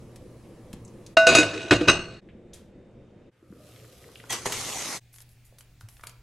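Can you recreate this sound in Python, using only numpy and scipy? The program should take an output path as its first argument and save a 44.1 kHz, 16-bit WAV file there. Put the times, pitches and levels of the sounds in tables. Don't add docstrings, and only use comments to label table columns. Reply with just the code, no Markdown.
import sys
import numpy as np
from scipy import signal
from scipy.fft import rfft, irfft
from scipy.io import wavfile
from scipy.ndimage import uniform_filter1d

SR = 44100
rng = np.random.default_rng(int(sys.argv[2]) if len(sys.argv) > 2 else 0)


def pcm_store(signal):
    levels = np.round(np.clip(np.atleast_2d(signal), -1, 1) * 32767)
    wavfile.write(sys.argv[1], SR, levels.astype(np.int16).T)


N = 274302
TIME_S = np.arange(N) / SR
BASS_HZ, TREBLE_HZ = (40, 800), (1500, 12000)

JOINS_S = [1.156, 2.207, 3.307, 4.997]
SPANS_S = list(zip([0] + JOINS_S, JOINS_S + [N / SR]))
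STIR_S, LID_DOWN_S, KNOB_S, LID_UP_S, POUR_S = SPANS_S
# fan_db, hum_db, air_db, start_offset_db, settle_s
BACKGROUND = [(-48.5, -55, -67, 0.5, .1), (-51.5, -58.5, -75.5, 4, .1), (-51, -62.5, -72.5, -3.5, 0.033),
              (-54.5, -54.5, -75, -21.5, 0.12), (-58.5, -57, -70, -6.5, 0.2)]
# freq_hz, density_db
FAN_NEAR = [(15, -41.5), (25, -11), (43, -2), (80, -2), (113, -2), (146, -5), (220, 1.5), (270, -13),
            (356, 2.5), (388, -12.5), (484, -2.5), (694, -17.5), (1500, -38), (1950, -72.5), (3300, -120)]
FAN_LID_UP = [(15, -55), (25, -24), (43, -15), (90, 3), (119, 6.5), (146, -9), (375, -4.5), (510, -2),
              (867, -43), (1240, -12), (1500, -30), (1950, -57), (3300, -120)]
FAN_FAR = [(15, -51), (25, -5), (59, -2), (87, -17), (102, -2), (123, -12), (151, -17.5), (575, -30),
           (769, -29), (994, -39), (1500, -35), (1950, -61), (3300, -120)]
# freq_hz, density_db
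SIMMER_SPECTRUM = [(410, -35), (700, -1.5), (1160, -2), (1470, -10.5), (1770, -6.5), (3140, -12.5),
                   (5790, -15), (10100, -17), (11700, -16.5), (13700, -43), (15800, -26)]
AIR_SPECTRUM = [(500, -3), (800, -5.5), (1500, -5.5), (2400, -7), (3700, -14), (4300, -18), (8000, -22.5),
                (12000, -39), (16000, -50)]
RUSTLE_SPECTRUM = [(180, -44), (300, -20), (1400, -19), (1600, -8), (2550, -3), (3060, -8.5), (3790, -7.5),
                   (8270, -12.5), (11500, -19), (15800, -15)]

# start_s, level_db, centre_hz, width_oct
TONG_TICKS = [(.159, -47.5, 6800, 2.1), (.458, -65, 1200, 0.5), (0.73, -41.5, 6000, 7.8),
              (0.849, -48, 7200, 0.24), (.878, -53.5, 6500, .3), (1.064, -44.5, 4890, 1.06)]
# start_s, level_db, pitch_hz, t60_s
KNOCKS = [(.738, -23, 198, 0.018), (.765, -35.5, 150, 0.044), (1.267, -13.5, 495, 0.082),
          (2.35, -35.5, 218, 0.043), (3.427, -41.5, 332, 0.042), (3.503, -36, 192, .053),
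          (3.525, -35, 299, 0.053), (3.6, -46, 603, 0.16), (4.297, -30.5, 1940, 0.11),
          (4.297, -30.5, 3280, 0.12), (4.307, -28.5, 828, 0.042), (4.31, -36.5, 117, 0.11),
          (4.325, -36, 343, 0.15), (4.461, -33, 122, 0.11), (4.458, -15, 870, 0.0083),
          (4.465, -16, 418, 0.016), (5.525, -45.5, 545, 0.018), (5.811, -38.5, 1414, 0.0087),
          (6.037, -30, 1300, 0.0045), (6.07, -41.5, 1060, 0.014)]

# pitch_hz; level_db, t60_s
POT_HZ = [328, 655, 1125, 1287, 1487, 2050, 2780, 3862, 4290, 4856, 5265, 5992, 6309, 6998, 8295, 9378,
          10780]
POT_MODES = [(-15, 0.066), (-1, 2.7), (-16.5, 0.26), (-10.5, 0.17), (-5, 1.2), (-18, 0.22), (-3.5, 0.33),
             (-12, 0.25), (-18.5, .18), (-26, 0.21), (-23, 0.35), (-28.5, 0.26), (-32, .25), (-33.5, 0.34),
             (-33.5, 0.28), (-37.5, .2), (-36.5, 0.25)]
# pitch_hz; level_db, t60_s
LID_HZ = [587, 2519, 3655, 3801, 4326, 4856, 5992, 6718, 7752, 8035, 9130, 9800, 10510, 10990]
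LID_MODES = [(-19.5, 1.2), (-2.5, 0.51), (-17.5, 1.4), (-10, .45), (-17.5, 0.4), (-18, 0.72), (-13, 0.47),
             (-10, 0.29), (-16, 0.28), (-27.5, .5), (-26.5, 0.37), (-30.5, .3), (-20.5, 0.13),
             (-26.5, 0.27)]
# pitch_hz; level_db, t60_s
SHUT_HZ = [118, 350, 576, 1184, 1505, 1561, 1986, 2557, 2622, 2810, 3278, 3898, 4328, 4899, 5286, 5464,
           6008, 6239, 6438, 7752, 8070, 8306, 9130, 10420]
SHUT_MODES = [(-10.5, 0.53), (-10, 0.35), (-10, .28), (-7, 0.16), (-0.5, 0.15), (-17, 0.42), (-13.5, 0.12),
              (4.5, 0.079), (-15.5, 0.29), (-3.5, 0.39), (-23.5, 0.13), (0.5, 0.11), (-20.5, 0.74),
              (-17.5, 0.24), (-13.5, 0.2), (-25.5, 0.41), (-24, 0.26), (-11, 0.28), (-27, .3), (-31, 0.44),
              (-19.5, 0.16), (-23, 0.34), (-32, 0.082), (-31.5, 0.15)]
# pitch_hz; level_db, t60_s
DRUM_HZ = [104, 160, 311, 490]
DRUM_MODES = [(-22.5, 1), (-18.5, .3), (-2, 0.16), (-9.5, 0.16)]
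BODIES = (POT_HZ, POT_MODES), (LID_HZ, LID_MODES), (SHUT_HZ, SHUT_MODES), (DRUM_HZ, DRUM_MODES)
# start_s, crack_db, seated_fraction, lid_db, drum_db, hardness_db_per_oct
BLOWS = [(1.168, -11, 0.1, -24.5, -33.5, -2), (1.267, -13, 0.26, -20, -31.5, 2),
         (1.288, -23, 0, -22, -37, 0.5), (1.325, -27, 0.05, -29, -35.5, 0.5),
         (1.349, -11, 0.34, -18, -29.5, 3), (1.368, -19, 0.16, -10, -25, -4.5),
         (1.384, -18, 0.4, -27, -11, 4), (1.429, -23, 0.2, -32.5, -32.5, 0.5),
         (1.708, -8.5, 1, -18.5, -13.5, -5), (1.728, -19.5, 0.7, -29, -19, -7.5),
         (1.739, -25, .6, -32.5, -20.5, -20.5), (1.81, -26, 0.9, -49, -15.5, -10),
         (1.882, -9, 1, -34.5, -25.5, -1), (1.895, -11.5, 0.88, -38.5, -27.5, -0.5)]
# freq_hz, density_db
CRACK_SPECTRUM = [(60, -41.5), (150, -19), (350, -7), (800, -6.5), (1500, 1.5), (2800, -8.5), (4500, -10),
                  (8000, -23), (12000, -40.5), (16000, -58)]
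# start_s, end_s, pot_db_per_s, lid_db_per_s
RIM_DAMPING = [(1.274, 1.4, 184.5, 64.5), (1.408, 1.47, 329, 271.5), (1.711, 2.2, 289, 209.5)]
# start_s, level_db, hold_s, fall_db_per_s
GRINDS = [(1.27, -35, .12, 129), (1.535, -47, .01, 65), (1.716, -28.5, .003, 353),
          (1.878, -35, .015, 239.5)]
# freq_hz, density_db
GRIND_SPECTRUM = [(40, -30), (100, -16.5), (400, 3.5), (900, -11.5), (2000, -12.5), (4000, -16.5),
                  (8000, -27.5), (12000, -51), (16000, -84)]

# start_s, level_db, centre_hz, width_oct, t60_s
KNOB_CLICKS = [(2.288, -51.5, 2330, 0.37, .074), (2.532, -46.5, 3510, 0.28, 0.037),
               (2.534, -50, 6160, .23, .044), (2.536, -45.5, 8150, 0.42, 0.08),
               (2.54, -53, 4500, 3.5, 0.31)]
# start_s, level_db, centre_hz
DRIPS = [(3.525, -56, 1190), (3.72, -54, 2990), (3.761, -50, 2800), (3.8, -57, 2500), (3.845, -50, 1800),
         (4.041, -44.5, 1390), (4.089, -49, 1183), (4.156, -40, 2520), (4.2, -40, 2210), (4.24, -44, 990)]
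SPITS = [(4.303, -32, 3200), (4.325, -25, 3860), (4.457, -35, 2000), (4.522, -25, 2950)]
CRACKLES = [(5.141, -48, 4000), (5.16, -46.5, 4700), (5.184, -43.5, 2964), (5.204, -43, 3980),
            (5.221, -50, 3000), (5.291, -56.5, 5020), (5.585, -46, 4940), (5.608, -43.5, 2450),
            (5.809, -45.5, 1994), (5.887, -42.5, 3510), (5.968, -50.5, 2260), (5.995, -48, 1100),
            (6.01, -51, 2300), (6.037, -35.5, 1340), (6.07, -31, 3740), (6.095, -42.5, 6000)]
# peak_s, level_db, hold_s, fall_db_per_s
STEAM_SWELLS = [(3.68, -59.5, 0.74, 300)]
RUMBLE_SWELLS = [(4.34, -51, 0.45, 80)]
SIZZLE_SWELLS = [(4.304, -32.5, 0.039, 222), (4.46, -27, 0.0027, 502), (4.53, -34.5, 0.4365, 500)]
SLIP_SWELLS = [(5.132, -58.5, 0.058, 300), (5.215, -49, 0.0029, 1200), (5.29, -68, 0.037, 300),
               (5.452, -59.5, 0.0021, 280), (5.588, -54, 0.0019, 387), (5.808, -60, .002, 420),
               (5.892, -61, 0.011, 65), (6.036, -49.5, .001, 670), (6.068, -55.5, .002, 240)]
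# freq_hz, density_db
STEAM_SPECTRUM = [(410, -46), (700, 5), (862, -13), (1240, -9.5), (1990, -8.5), (2900, -5.5),
                  (11600, -10.5), (13300, -10.5), (13900, -47), (14400, -49), (15800, -28)]
SIZZLE_SPECTRUM = [(90, -24), (150, -3.5), (500, -5.5), (1100, -2), (1600, -9), (2000, -1.5), (2900, -5.5),
                   (5600, -4.5), (6250, 1.5), (6900, -3.5), (8000, -5), (12200, -14), (13200, -28),
                   (14000, -58), (16000, -64.5)]
SLIP_SPECTRUM = [(2000, -28), (5000, -9), (8000, -5), (11000, 3), (13000, -3), (13800, -20), (15800, -26)]

# freq_hz, correlation
STEREO_CORRELATION = [(60, 0.97), (180, 1), (550, 0.89), (1650, 0.97), (4970, 0.52), (15000, 0.92)]
# freq_hz, t60_s
KITCHEN_T60 = [(100, 0.91), (500, 0.59), (2000, 0.42), (6000, 0.22), (12000, 0.033)]


def gain_of(db):
    return 10 ** (np.asarray(db) / 20)


def curve_at(points, hz):
    freq_hz, value = np.transpose(points)
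    return np.interp(np.log(hz + 1), np.log(freq_hz + 1), value)


def add(mix, start_s, sound):
    part = mix[..., round(start_s * SR):][..., :sound.shape[-1]]
    part += sound[..., :part.shape[-1]]


def noise(size, spectrum, band_hz, patchy_db=1.5, flicker_db=0.):
    hz = np.fft.rfftfreq(1024, 1 / SR)
    a, b, c, d, patches = rng.standard_normal((size // 256 + 5, 513, 5)).T
    patches = uniform_filter1d(uniform_filter1d(patches, size=10, axis=0), size=10, axis=1) * 10
    same = curve_at(STEREO_CORRELATION, hz)[:, None]
    left = a + 1j * b
    right = same * left + np.sqrt(1 - same ** 2) * (c + 1j * d)
    bins = np.array([left, right]) * gain_of(curve_at(spectrum, hz)[:, None] + patchy_db * patches)
    band_bins = bins * ((hz > band_hz[0]) & (hz < band_hz[1]))[:, None]
    full, band = (signal.istft(z, nperseg=1024, noverlap=768)[1][:, :size] for z in (bins, band_bins))
    flicker = uniform_filter1d(rng.standard_normal(size), size=100) * 10
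    return full * gain_of(flicker_db * flicker) / np.std(band)


def noise_layer(level, span_s, spectrum, band_hz, **texture):
    out = np.zeros((2, N))
    start_s, end_s = span_s
    part = level[round(start_s * SR):round(end_s * SR)]
    add(out, start_s, noise(len(part), spectrum, band_hz, **texture) * part)
    return out


def background_level(column, settles=True):
    moment = np.searchsorted(JOINS_S, TIME_S)
    rows = np.array(BACKGROUND)[moment]
    since_s = TIME_S - np.array([0] + JOINS_S)[moment]
    offset_db = rows[:, 3] * np.exp(-since_s / rows[:, 4])
    return gain_of(rows[:, column] + settles * offset_db)


def swells(rows, rise_s, tail_db, tail_db_per_s):
    level = np.zeros(N)
    for peak_s, db, hold_s, fall_db_per_s in rows:
        late_s = np.maximum(TIME_S - peak_s - hold_s, 0)
        onset_db = -40 * np.clip((peak_s - TIME_S) / rise_s, 0, 3)
        decay_db = np.maximum(-fall_db_per_s * late_s, tail_db - tail_db_per_s * late_s)
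        level = np.maximum(level, gain_of(db + onset_db + decay_db))
    return level


def ticks(rows):
    out, t = np.zeros(N), np.arange(8192) / SR
    hz = np.fft.rfftfreq(len(t), 1 / SR) + 1
    for start_s, db, centre_hz, width_oct, t60_s in rows:
        shape = np.exp(-(np.log2(hz / centre_hz) / width_oct) ** 2 / 2) / (1 + (hz / 12000) ** 8)
        burst = irfft(rfft(rng.standard_normal(len(t))) * shape)
        envelope = gain_of(db - 60 * t / t60_s) * np.minimum(t / 0.00026, 1)
        add(out, start_s, burst / burst.std() * envelope)
    return out


def fan_rumble():
    level = background_level(column=0)
    spectra = FAN_NEAR, FAN_NEAR, FAN_NEAR, FAN_LID_UP, FAN_FAR
    return sum(noise_layer(level, span, spectrum, BASS_HZ) for span, spectrum in zip(SPANS_S, spectra))


def fan_hum(pitch_hz=118.5, width_hz=5.8):
    pole = np.exp(-np.pi * width_hz / SR)
    waver = signal.lfilter([1], [1, -pole], rng.standard_normal(N) + 1j * rng.standard_normal(N))
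    tone = ((1.9 + waver / waver.std()) * np.exp(2j * np.pi * pitch_hz * TIME_S)).real
    return tone / tone.std() * background_level(column=1)


def air(band_hz=(1500, 6000)):
    level = background_level(column=2, settles=False)
    spectra = SIMMER_SPECTRUM, AIR_SPECTRUM, AIR_SPECTRUM, AIR_SPECTRUM, RUSTLE_SPECTRUM
    return sum(noise_layer(level, span, spectrum, band_hz) for span, spectrum in zip(SPANS_S, spectra))


def tongs(t60_s=0.05):
    return ticks((*row, t60_s) for row in TONG_TICKS)


def knocks(rise_per_t60=0.037):
    out, t = np.zeros(N), np.arange(8192) / SR
    for start_s, db, pitch_hz, t60_s in KNOCKS:
        ring = gain_of(db - 60 * t / t60_s) * np.sin(2 * np.pi * pitch_hz * t)
        add(out, start_s, ring * np.minimum(t / (rise_per_t60 * t60_s), 1))
    return out


def strike(body, t, hardness_db_per_oct):
    pitch_hz, modes = body
    hz = np.array(pitch_hz)[:, None]
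    db, t60_s = np.array(modes).T[:, :, None]
    pairs = np.sin(2 * np.pi * hz * t) + 0.091 * np.sin(2 * np.pi * hz * 1.005 * t)
    tilt_db = hardness_db_per_oct * np.log2(1 + hz / 1500)
    early = 1 + 0.51 * np.exp(-t / 0.019)
    return early * np.sum(gain_of(db + tilt_db - 60 * t / t60_s) * pairs, axis=0)


def lid_blows(flutter_depth=0.67, flutter_samples=200, crack_t60_s=0.041, contact_s=0.003):
    out, t = np.zeros(N), np.arange(26000) / SR
    pot, lid, shut, drum = BODIES
    attack = np.sin(np.pi / 2 * np.minimum(t / contact_s, 1)) ** 2
    fade = np.minimum((t[-1] - t) / .1, 1)
    for start_s, crack_db, seated, lid_db, drum_db, hardness in BLOWS:
        pot_db = crack_db + np.interp(seated, (0, 1), (6, -31))
        shut_db = crack_db + np.interp(seated, (0, 1), (-26.5, -5.5))
        touch_s = [np.clip(start_s + t, max(on_s, start_s), max(off_s, start_s)) - max(on_s, start_s)
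                   for on_s, off_s, _, _ in RIM_DAMPING]
        pot_loss_db, lid_loss_db = np.transpose(RIM_DAMPING)[2:] @ touch_s
        flutter = uniform_filter1d(rng.standard_normal(len(t)), flutter_samples)
        flutter = uniform_filter1d(flutter, flutter_samples)
        chatter = 1 + flutter_depth * flutter / flutter.std()
        sound = gain_of(pot_db - pot_loss_db) * strike(pot, t, hardness)
        sound += gain_of(lid_db - lid_loss_db) * strike(lid, t, hardness)
        sound += gain_of(shut_db) * strike(shut, t, hardness) * chatter
        sound += gain_of(drum_db) * strike(drum, t, 0)
        crack = noise(3000, CRACK_SPECTRUM, (0, SR))[0]
        sound[:3000] += crack * gain_of(crack_db - 60 * t[:3000] / crack_t60_s)
        add(out, start_s, sound * attack * fade)
    return out


def rim_rattle(grind_level, taps_per_s=600, damping_t60_s=0.19):
    t = np.arange(6000) / SR
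    taps = rng.standard_normal(N) * (rng.random(N) < taps_per_s / SR) * grind_level
    ring = sum(gain_of(db) * strike(body, t, hardness)
               for body, db, hardness in zip(BODIES[:3], (-5, -1.5, -5), (1.5, -.8, -.6)))
    envelope = gain_of(-60 * t / damping_t60_s) * np.minimum(t / 0.00088, 1)
    return signal.oaconvolve(taps, ring * envelope)[:N]


def rim_grind(grind_level):
    return noise_layer(grind_level, LID_DOWN_S, GRIND_SPECTRUM, band_hz=(750, 1050), patchy_db=3)


def panel_whine(pitch_hz=3660, level_db=-81.5):
    waver = 1 + 8 * uniform_filter1d(rng.standard_normal(N), size=1600)
    gate = (TIME_S > KNOB_S[0]) & (TIME_S < KNOB_S[1])
    return gain_of(level_db) * waver * np.sin(2 * np.pi * pitch_hz * TIME_S) * gate


def knob():
    return ticks(KNOB_CLICKS)


def steam():
    level = swells(STEAM_SWELLS, rise_s=0.51, tail_db=-30, tail_db_per_s=300)
    return noise_layer(level, LID_UP_S, STEAM_SPECTRUM, TREBLE_HZ, patchy_db=1.3, flicker_db=1.8)


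def drips(width_oct=0.52, t60_s=.023):
    return ticks((*row, width_oct, t60_s) for row in DRIPS)


def open_pot_rumble():
    level = swells(RUMBLE_SWELLS, rise_s=0.37, tail_db=-30, tail_db_per_s=80)
    return noise_layer(level, LID_UP_S, FAN_LID_UP, BASS_HZ)


def sizzle():
    level = swells(SIZZLE_SWELLS, rise_s=0.021, tail_db=-7.5, tail_db_per_s=52)
    return noise_layer(level, LID_UP_S, SIZZLE_SPECTRUM, TREBLE_HZ, patchy_db=2.34, flicker_db=1.1)


def spits(width_oct=2.6, t60_s=0.065):
    return ticks((*row, width_oct, t60_s) for row in SPITS)


def finger_slips():
    level = swells(SLIP_SWELLS, rise_s=0.014, tail_db=-25, tail_db_per_s=48)
    return noise_layer(level, POUR_S, SLIP_SPECTRUM, band_hz=(7500, 13000), patchy_db=2, flicker_db=2)


def bottle_crackles(base_oct=0.4, oct_per_khz=0.47, t60_s=0.02):
    return ticks((s, db, hz, base_oct + oct_per_khz * hz / 1000, t60_s) for s, db, hz in CRACKLES)


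def bottle_glug(peak_s=5.848, level_db=-38, pitch_hz=108, sigma_s=.012):
    envelope = gain_of(level_db) * np.exp(-((TIME_S - peak_s) / sigma_s) ** 2 / 2)
    return envelope * np.sin(2 * np.pi * pitch_hz * TIME_S)


def near_reflections(x, side_db=-4):
    response = np.diff(rng.standard_normal(900) * np.exp(-np.arange(900) / 250), 2)
    side = signal.oaconvolve(x, response / np.linalg.norm(response))[:N]
    return x + gain_of(side_db) * np.array([side, -side])


def kitchen_reverb(x):
    taps = np.zeros((3, SR // 2))
    grid = np.arange(150, SR // 2 - 20, 20)
    arrivals = grid + rng.integers(0, 20, (3, len(grid)))
    np.put_along_axis(taps, arrivals, rng.choice([-1., 1.], arrivals.shape), 1)
    hz, t, bins = signal.stft(taps, SR, nperseg=256)
    bins = bins * gain_of(-60 * t / curve_at(KITCHEN_T60, hz)[:, None])
    same = 1 / (1 + (hz[:, None] / 3000) ** 2)
    tail = signal.istft(np.sqrt(same) * bins[0] + np.sqrt(1 - same) * bins[1:], SR, nperseg=256)[1]
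    return signal.fftconvolve(x[None], tail / np.linalg.norm(tail[0]), axes=1)[:, :N]


def scene():
    grind_level = swells(GRINDS, rise_s=.012, tail_db=-17.5, tail_db_per_s=55)
    clang = lid_blows() + rim_rattle(grind_level)
    clatter = tongs() + knocks() + knob() + drips() + spits() + bottle_crackles()
    mix = near_reflections(clang) + gain_of(-16.5) * kitchen_reverb(clang)
    mix *= TIME_S < LID_DOWN_S[1]
    mix += near_reflections(clatter) + gain_of(-9.5) * kitchen_reverb(clatter)
    mix += fan_hum() + panel_whine() + bottle_glug()
    mix += fan_rumble() + air() + rim_grind(grind_level)
    return mix + steam() + open_pot_rumble() + sizzle() + finger_slips()


def record(dry, dip_s=0.019, ceiling=.95, cutoff_hz=15900):
    dips = np.prod([np.clip(abs(TIME_S - join_s) / dip_s, .2, 1) for join_s in JOINS_S], axis=0)
    dipped = dry * dips
    soft = dipped / (1 + (abs(dipped) / ceiling) ** 4) ** .25
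    lowpass = signal.firwin(511, cutoff_hz, window=("kaiser", 9), fs=SR)
    return signal.oaconvolve(soft, lowpass[None], "same")


dry = scene()
out = record(dry)
pcm_store(out)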